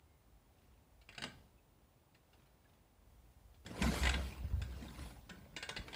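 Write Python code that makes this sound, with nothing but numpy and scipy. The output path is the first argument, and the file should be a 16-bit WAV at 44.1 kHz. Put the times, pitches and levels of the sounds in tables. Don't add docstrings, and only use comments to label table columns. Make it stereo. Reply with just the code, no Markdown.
import sys
import numpy as np
from scipy import signal
from scipy.fft import rfft, irfft
from scipy.io import wavfile
from scipy.ndimage import uniform_filter1d

SR = 44100
rng = np.random.default_rng(int(sys.argv[2]) if len(sys.argv) > 2 else 0)


def int16_out(signal):
    q = np.round(np.clip(np.atleast_2d(signal).T, -1, 1) * 32767)
    wavfile.write(sys.argv[1], SR, q.astype(np.int16))


N = 262615
TIME = np.arange(N) / SR
RING_TIME = np.arange(SR // 2) / SR

# [t/s, level/dB]
BREEZE_LEVEL = [(0, -75.5), (1.4, -67), (1.9, -83), (2.9, -84), (3.1, -64), (5.95, -64.5)]
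# [t/s, level/dB, middle f/Hz, length/s]
BIRD_CHIRPS = [(0.0, -88, 2130, .22), (1.579, -76, 2600, 0.019), (2.65, -68, 1670, 0.019)]
# [middle t/s, bell width (sigma)/s, level/dB]
RIDER_SHUFFLES = [(0.64, 0.11, -68.5), (1.33, 0.098, -63), (2.4, 0.092, -66.5), (2.7, 0.061, -67),
                  (3.4, 0.32, -75.5)]
# [t/s, level/dB]
BOOT_TAPS = [(1.0133, -53), (2.146, -54.5), (2.3292, -54.5), (3.542, -58)]
# [t/s, level/dB, treble relative to the blow/dB]
METAL_KNOCKS = [(1.0886, -46.5, -30), (1.1248, -51, -18), (1.1484, -48.5, -12), (1.179, -37, -9),
                (1.2198, -32.5, -7), (1.2376, -31, -11), (3.6628, -39.5, -5), (3.82, -27, -4),
                (4.0332, -28, -22), (4.0523, -27.5, -4), (4.0698, -26.5, -10), (4.092, -27, -5),
                (4.1399, -30, -14), (4.8241, -52.5, 3), (4.9906, -48, -10), (5.7635, -34, -21),
                (5.7705, -35, -34), (5.881, -41, -26), (5.9293, -40.5, -22), (5.9433, -37, -16)]
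# [t/s, level/dB, f/Hz]
LOOSE_PINGS = [(1.09, -45, 2565), (1.238, -42, 1660), (3.829, -30, 1573), (4.071, -31, 2103),
               (4.142, -41, 3900), (4.619, -50.5, 3370), (4.883, -55, 3550), (5.566, -44, 4750),
               (5.773, -43.5, 4120)]
# [t/s, level/dB, f/Hz]
FRAME_BUMPS = [(1.239, -49, 244), (3.814, -33.5, 193), (3.862, -33.5, 232), (3.887, -38, 184),
               (4.16, -42, 172), (4.442, -33, 79), (4.533, -28, 69), (4.569, -35, 100), (4.615, -34, 79),
               (4.823, -44, 235), (5.309, -49, 182), (5.797, -41.5, 61)]
# [t/s, level/dB]
GEAR_DRIVE = [(3.65, -64.5), (3.73, -56.5), (3.83, -41.5), (3.92, -45.5), (4.08, -45), (4.16, -51),
              (4.52, -65), (4.83, -57.5), (4.95, -61), (5.04, -55), (5.23, -74.5), (5.36, -67),
              (5.53, -70.5), (5.7, -71.5), (5.95, -55)]
# [middle t/s, bell width (sigma)/s, level/dB]
INTAKE_GASPS = [(3.85, 0.016, -50.5), (3.975, 0.062, -41.5), (4.26, 0.032, -53), (5.03, 0.14, -66)]
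# [t/s, length before the fall/s, level/dB]
EXHAUST_PUFFS = [(3.824, 0.038, -35.5), (4.006, 0.13, -36.5), (4.383, 0.37, -48.5), (4.982, 0.017, -46.5)]
# [middle t/s, bell width (sigma)/s, level/dB]
CYLINDER_WHEEZE = [(4.33, 0.055, -66.5)]
# [middle t/s, bell width (sigma)/s, level/dB]
CARBURETTOR_SIZZLE = [(5.05, 0.076, -69)]
# [t/s, level/dB, ring relative to the blow/dB, rise to 99.9 %/s]
PAWL_DROPS = [(4.616, -41, -3, 0.019), (5.293, -37.5, -4.5, 0.042), (5.564, -35, 0, 0.011),
              (5.6258, -35, 2, 0.0064), (5.69, -32, -0.5, 0.0084)]

# [f/Hz, level/dB, t60/s]
CASE_MODES = [(560, -8, 0.12), (652.5, -7, 0.22), (867.5, 1, 0.084), (1508, 1.5, 0.085), (1594, 3.5, 0.12),
              (1845, -2, 0.11), (2016, -4, 0.14), (2110, -0.5, 0.061), (2316, -4.5, 0.17),
              (2420, -3.5, 0.083), (2840, -5, 0.11), (3440, -9.5, 0.15), (3790, -6.5, 0.071),
              (4530, -25, 0.093), (4660, -19, 0.28)]
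# [f/Hz, level/dB, t60/s]
RATCHET_MODES = [(1493, 2, 0.18), (1614, 2, 0.13), (1830, -6.5, 0.19), (2210, -11, 0.34),
                 (2510.6, -26, 0.11), (2840, -6, 0.14), (3580, -5.5, 0.11), (4200, -20, 0.05),
                 (5130, -1, 0.015), (6900, 10, 0.0091), (7800, -6, 0.024)]

# [f/Hz, relative level/dB]
AIR_SPECTRUM = [(20, -38), (40, -4.5), (60, -2.5), (100, -6), (150, -11), (400, -18), (800, -18),
                (1500, -26), (3300, -29.5), (5400, -34), (10000, -33.5), (13000, -40), (15500, -39.5)]
# [f/Hz, relative level/dB]
CLASH_SPECTRUM = [(150, -25), (400, 0), (800, 1), (1250, 1), (1950, -1.5), (3000, -2.5), (4700, -4),
                  (5900, -16), (8000, -6), (10500, -30.5), (15000, -28)]
# [f/Hz, relative level/dB]
SNAP_SPECTRUM = [(1500, -7), (4800, -11), (5900, 1), (7200, 10), (8300, 6), (10000, -6), (14000, -23)]
# [f/Hz, relative level/dB]
THUD_SPECTRUM = [(60, -1), (130, 4), (220, -0.5), (320, -6), (700, -10), (1500, -21.5), (4000, -57)]
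# [f/Hz, relative level/dB]
GEAR_SPECTRUM = [(180, -11), (300, 4), (426, -4), (541, -1), (886, -2.5), (1020, 3.5), (1180, -5),
                 (1600, -2), (3070, -15.5), (4090, -14.5), (6190, -18), (9660, -16.5), (13500, -29)]
# [f/Hz, relative level/dB]
HISS_SPECTRUM = [(1500, 1), (4000, 3), (6000, -0.5), (7800, 7), (10500, -5), (13000, 1.5), (15500, -25)]

# [f/Hz, t60/s]
YARD_DECAY = [(100, 0.78), (400, 0.36), (1500, 0.32), (4000, 0.42), (8000, 0.24), (14000, 0.067)]
# [f/Hz, left over right/dB]
LEFT_BIAS_CURVE = [(60, 7), (700, 2.5), (1250, 7.5), (2100, 20), (3400, 21), (5500, 12.5), (8500, 1.5),
                   (15000, 3.5)]
# [f/Hz, likeness/0-1]
LIKENESS = [(60, 0.83), (300, 0.84), (700, 0.47), (1400, 0), (15000, 0.01)]

FULL_DRIVE_DB = -45.5


def amp(db):
    return 10 ** (np.asarray(db) / 20)


def unit(x):
    return x / np.sqrt(np.mean(x ** 2) + 1e-20)


def read(points, hz):
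    f, value = np.transpose(points)
    return np.interp(np.log(hz + 1), np.log(f + 1), value)


def level(rows):
    s, db = np.transpose(rows)
    return amp(np.interp(TIME, s, db, left=-np.inf, right=-np.inf))


def swells(rows):
    return sum(amp(db) * np.exp(-.5 * ((TIME - s) / width) ** 2) for s, width, db in rows)


def driven(full_db, slope):
    return amp(full_db) * (level(GEAR_DRIVE) / amp(FULL_DRIVE_DB)) ** slope


def colour(x, spectrum):
    gain = amp(read(spectrum, np.fft.rfftfreq(len(x), 1 / SR)))
    return unit(irfft(rfft(x) * gain, len(x)))


def noise(spectrum, size=N):
    return colour(rng.standard_normal(size), spectrum)


def burst(spectrum, t60):
    return noise(spectrum, len(RING_TIME)) * dying(t60)


def dying(t60):
    return np.exp(-np.log(1000) * RING_TIME / t60)


def rising(seconds):
    return 1 - dying(seconds)


def add(mix, s, sound):
    part = mix[round(s * SR):][:len(sound)]
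    part += sound[:len(part)]


def delayed(x, seconds):
    return np.interp(TIME - seconds, TIME, x, left=0)


def high_pass(x, hz, order):
    return signal.sosfilt(signal.butter(order, hz, "high", fs=SR, output="sos"), x)


def ring(modes, rough=1.0):
    steps = np.arange(0, RING_TIME[-1] + .01, .008)
    total = np.zeros(len(RING_TIME))
    for hz, db, t60 in modes:
        a, b = rng.standard_normal((2, len(steps)))
        flutter = np.interp(RING_TIME, steps, 1 + rough * (a + 1j * b)) / np.sqrt(1 + 2 * rough ** 2)
        carrier = np.exp(2j * np.pi * (hz * RING_TIME + rng.random()))
        total += amp(db) * dying(t60) * (flutter * carrier).real
    return total / np.linalg.norm(amp([db for _, db, _ in modes]))


def restless(x, patchy_db):
    z = signal.stft(x, nperseg=512, noverlap=384)[2]
    grain = rng.standard_normal(z.shape[::-1])
    smooth = uniform_filter1d(uniform_filter1d(grain, size=8, axis=0), size=4, axis=1)
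    patches = unit(smooth).T
    gain = unit(amp(patchy_db * np.clip(patches, -2, 2)))
    return signal.istft(z * gain, nperseg=512, noverlap=384)[1][:N]


def diffuse(pair):
    a, b = rfft(pair)
    same = read(LIKENESS, np.fft.rfftfreq(pair.shape[1], 1 / SR))
    return irfft(np.array([a, same * a + np.sqrt(1 - same ** 2) * b]), pair.shape[1])


def outdoors():
    air = amp(-68.5) * np.array([noise(AIR_SPECTRUM), noise(AIR_SPECTRUM)])
    gust = [(20, -34), (45, 3.5), (62, 0.5), (100, -5.5), (200, -27), (800, -40.5)]
    breeze = amp(1) * level(BREEZE_LEVEL) * np.array([noise(gust), noise(gust)])
    return amp([[2], [-1.5]]) * diffuse(air + breeze)


def birds(fall=.04, waver=0.0065):
    out = np.zeros(N)
    for s, db, hz, length in BIRD_CHIRPS:
        u = np.linspace(0, 1, int(length * SR))
        wobble = noise([(100, 2), (1000, -58)], len(RING_TIME))[:len(u)]
        pitch = hz * (1 + fall * (.5 - u) + waver * wobble)
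        whistle = np.sin(2 * np.pi * np.cumsum(pitch) / SR)
        add(out, s, amp(db) * np.sin(np.pi * u) * whistle)
    return out


def rider(crease_db=2, ticks_per_s=20, tick_db=-21):
    creases = noise([(1, -8), (40, 15), (150, -53), (1000, -90)])
    cloth = noise([(300, 8), (900, 2), (2800, -10.5), (5000, -14.5), (12000, -14.0)])
    rustle = amp(-7 + crease_db * creases) * cloth
    snags = (rng.random(N) < ticks_per_s / SR) * rng.uniform(.3, 1, N)
    tick_gain = unit(signal.oaconvolve(snags, dying(0.016))[:N])
    ticks = tick_gain * noise([(800, -11), (2800, 4), (5000, -9), (10000, -25)])
    return swells(RIDER_SHUFFLES) * (rustle + amp(tick_db) * ticks)


def taps(t60=0.069, rise_s=0.02):
    out = np.zeros(N)
    for s, db in BOOT_TAPS:
        add(out, s, amp(db - 6.5) * burst(CLASH_SPECTRUM, t60) * rising(rise_s))
    return out


def knocks(clash_db=-3, tick_db=-1, metal_db=-6.5, thud_db=-15):
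    out = np.zeros(N)
    for s, db, treble_db in METAL_KNOCKS:
        clash = amp(clash_db) * burst(CLASH_SPECTRUM, 0.035)
        tick = amp(tick_db + treble_db) * burst(SNAP_SPECTRUM, 0.021)
        metal = amp(metal_db) * ring(CASE_MODES, rough=1.14)
        thud = amp(thud_db) * burst(THUD_SPECTRUM, 0.16) * rising(0.016)
        add(out, s, amp(db) * ((clash + tick + metal) * rising(0.01) + thud))
    return out


def pings(t60=0.047):
    out = np.zeros(N)
    for s, db, hz in LOOSE_PINGS:
        cluster = [(hz * .93, -4, t60), (hz, 0, t60), (hz * 1.06, -2, t60)]
        add(out, s, amp(db) * ring(cluster, rough=.8) * rising(0.0017))
    return out


def bumps(gain_db=5, t60=0.094, rise_s=0.012):
    out = np.zeros(N)
    for s, db, hz in FRAME_BUMPS:
        wave = np.sin(2 * np.pi * hz * RING_TIME)
        add(out, s, amp(db + gain_db) * wave * dying(t60) * rising(rise_s))
    return out


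def gears(teeth_per_s=300, spread_db=4, judder_db=2):
    hits = (rng.random(N) < teeth_per_s / SR) * rng.choice([-1, 1], N)
    contacts = hits * amp(spread_db * np.minimum(rng.exponential(1, N), 3))
    unevenness = noise([(1, -13), (20, 11), (70, -12), (200, -36), (1000, -90)])
    judder = unit(amp(judder_db * unevenness))
    rasp = colour(unit(contacts) + 1.08 * rng.standard_normal(N), GEAR_SPECTRUM)
    cases = unit(signal.oaconvolve(contacts, ring(CASE_MODES))[:N])
    rattle = level(GEAR_DRIVE) * (amp(-3) * rasp + amp(-14) * cases)
    grumble = driven(-47, slope=0.68) * noise(THUD_SPECTRUM)
    return judder * (rattle + grumble)


def intake():
    draw = swells(INTAKE_GASPS) + driven(-49, slope=0.86)
    return amp(-9.0) * draw * noise(HISS_SPECTRUM)


def groan(start_s=3.665, end_s=3.85, start_db=-59.5, growth_db_per_s=95, release_s=0.012):
    growth = amp(start_db + growth_db_per_s * (np.minimum(TIME, end_s) - start_s))
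    release = np.exp(-np.maximum(TIME - end_s, 0) / release_s)
    return (TIME > start_s) * growth * release * noise(THUD_SPECTRUM)


def exhaust(pipe_hz=64.2, waver=0.051, rise_s=0.0099, fall_db_per_s=102):
    drift = noise([(1, -3.0), (12, -1.0), (40, -60), (200, -150)])
    phase = 2 * np.pi * np.cumsum(pipe_hz * (1 + waver * drift)) / SR
    flow = noise([(20, -6), (45, -3), (70, -6), (110, -16.5), (250, -18), (1000, -68)])
    push = np.zeros(N)
    for s, length, db in EXHAUST_PUFFS:
        rise = np.clip((TIME - s) / rise_s, 0, 1)
        push += rise * amp(db - fall_db_per_s * np.maximum(TIME - s - length, 0))
    return push * (np.sqrt(2) * np.sin(phase) + amp(-10.5) * flow)


def leaks(flutter_db=3):
    unevenness = noise([(1, -22), (60, 0), (200, -42), (1000, -96)])
    flutter = unit(amp(flutter_db * unevenness))
    thin = noise([(5000, -39.5), (8800, -13), (9800, -2), (11000, 1), (12200, -14), (16000, -30.5)])
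    reedy = noise([(1000, -44), (2000, -17), (2450, -4), (3000, -14), (6000, -51)])
    return flutter * (swells(CARBURETTOR_SIZZLE) * thin + swells(CYLINDER_WHEEZE) * reedy)


def ratchet(clash_db=-2, tick_db=-8):
    out = np.zeros(N)
    for s, db, ring_db, rise_s in PAWL_DROPS:
        clash = amp(clash_db) * burst(CLASH_SPECTRUM, 0.046)
        tick = amp(tick_db) * burst(SNAP_SPECTRUM, 0.032)
        metal = amp(ring_db) * ring(RATCHET_MODES, rough=1.7)
        add(out, s, amp(db) * (clash + tick + metal) * rising(rise_s))
    return out


def paths(x, count, turns_per_s=3.7):
    shares = [np.maximum(np.cos(2 * np.pi * (turns_per_s * TIME + k / count)), 0) for k in range(count)]
    return x * shares / np.linalg.norm(shares, axis=0)


def scatter(x, count=14):
    echoes = np.zeros((2, 1024))
    for side in echoes:
        side[rng.integers(20, 330, count)] = rng.choice([-1, 1], count) / np.sqrt(count)
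    return signal.oaconvolve(x[None], echoes, axes=1)[:, :N]


def reverberate(x):
    f, t, z = signal.stft(diffuse(rng.standard_normal((2, SR))), SR, nperseg=256)
    decay = amp(-60 * t / read(YARD_DECAY, f)[:, None]) * (t > .006)
    tail = signal.istft(z * decay, SR, nperseg=256)[1]
    return signal.fftconvolve(x[None], tail / np.linalg.norm(tail[0]), axes=1)[:, :N]


def yard(x, lag_s=0.000194):
    bias = amp(read(LEFT_BIAS_CURVE, np.fft.rfftfreq(N, 1 / SR)) / 2)
    left = irfft(rfft(x) * bias, N)
    right = delayed(irfft(rfft(x) / bias, N), lag_s)
    direct = np.array([left, right])
    early = sum(scatter(part) for part in paths(high_pass(x, 1570, order=1), count=4))
    wall = delayed(high_pass(x, 2100, order=1), 0.021)
    wet = sum(reverberate(part) for part in paths(high_pass(x, 109, order=2), count=3))
    return direct + amp([[-4.5], [-5]]) * early + amp([[-24], [-10]]) * wall + amp([[-7], [-10]]) * wet


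def scene():
    rubbing = restless(gears() + groan() + intake() + leaks() + rider(), patchy_db=3.8)
    blows = restless(knocks() + taps() + ratchet(), patchy_db=3.3)
    return yard(rubbing + blows + pings() + exhaust() + bumps() + birds()) + outdoors()


def record(dry, whine_hz=15000, edge_hz=15700):
    waver_db = noise([(1, 7), (20, -10), (200, -58)])
    whine_db = np.interp(TIME, [3.5, 4.4, 5.1, 5.9], [-79.0, -67, -70.5, -74]) + waver_db
    whine = amp(whine_db + np.array([[0], [-8]])) * np.sin(2 * np.pi * whine_hz * TIME)
    low_cut = amp(read([(15, -34), (28, -21), (45, -0.5)], np.fft.rfftfreq(N, 1 / SR)))
    heard = irfft(rfft(dry) * low_cut, N) + whine
    treble_limit = signal.firwin(511, edge_hz, window=("kaiser", 9), fs=SR)
    return signal.oaconvolve(heard, treble_limit[None], "same")


dry = scene()
out = record(dry)
int16_out(out)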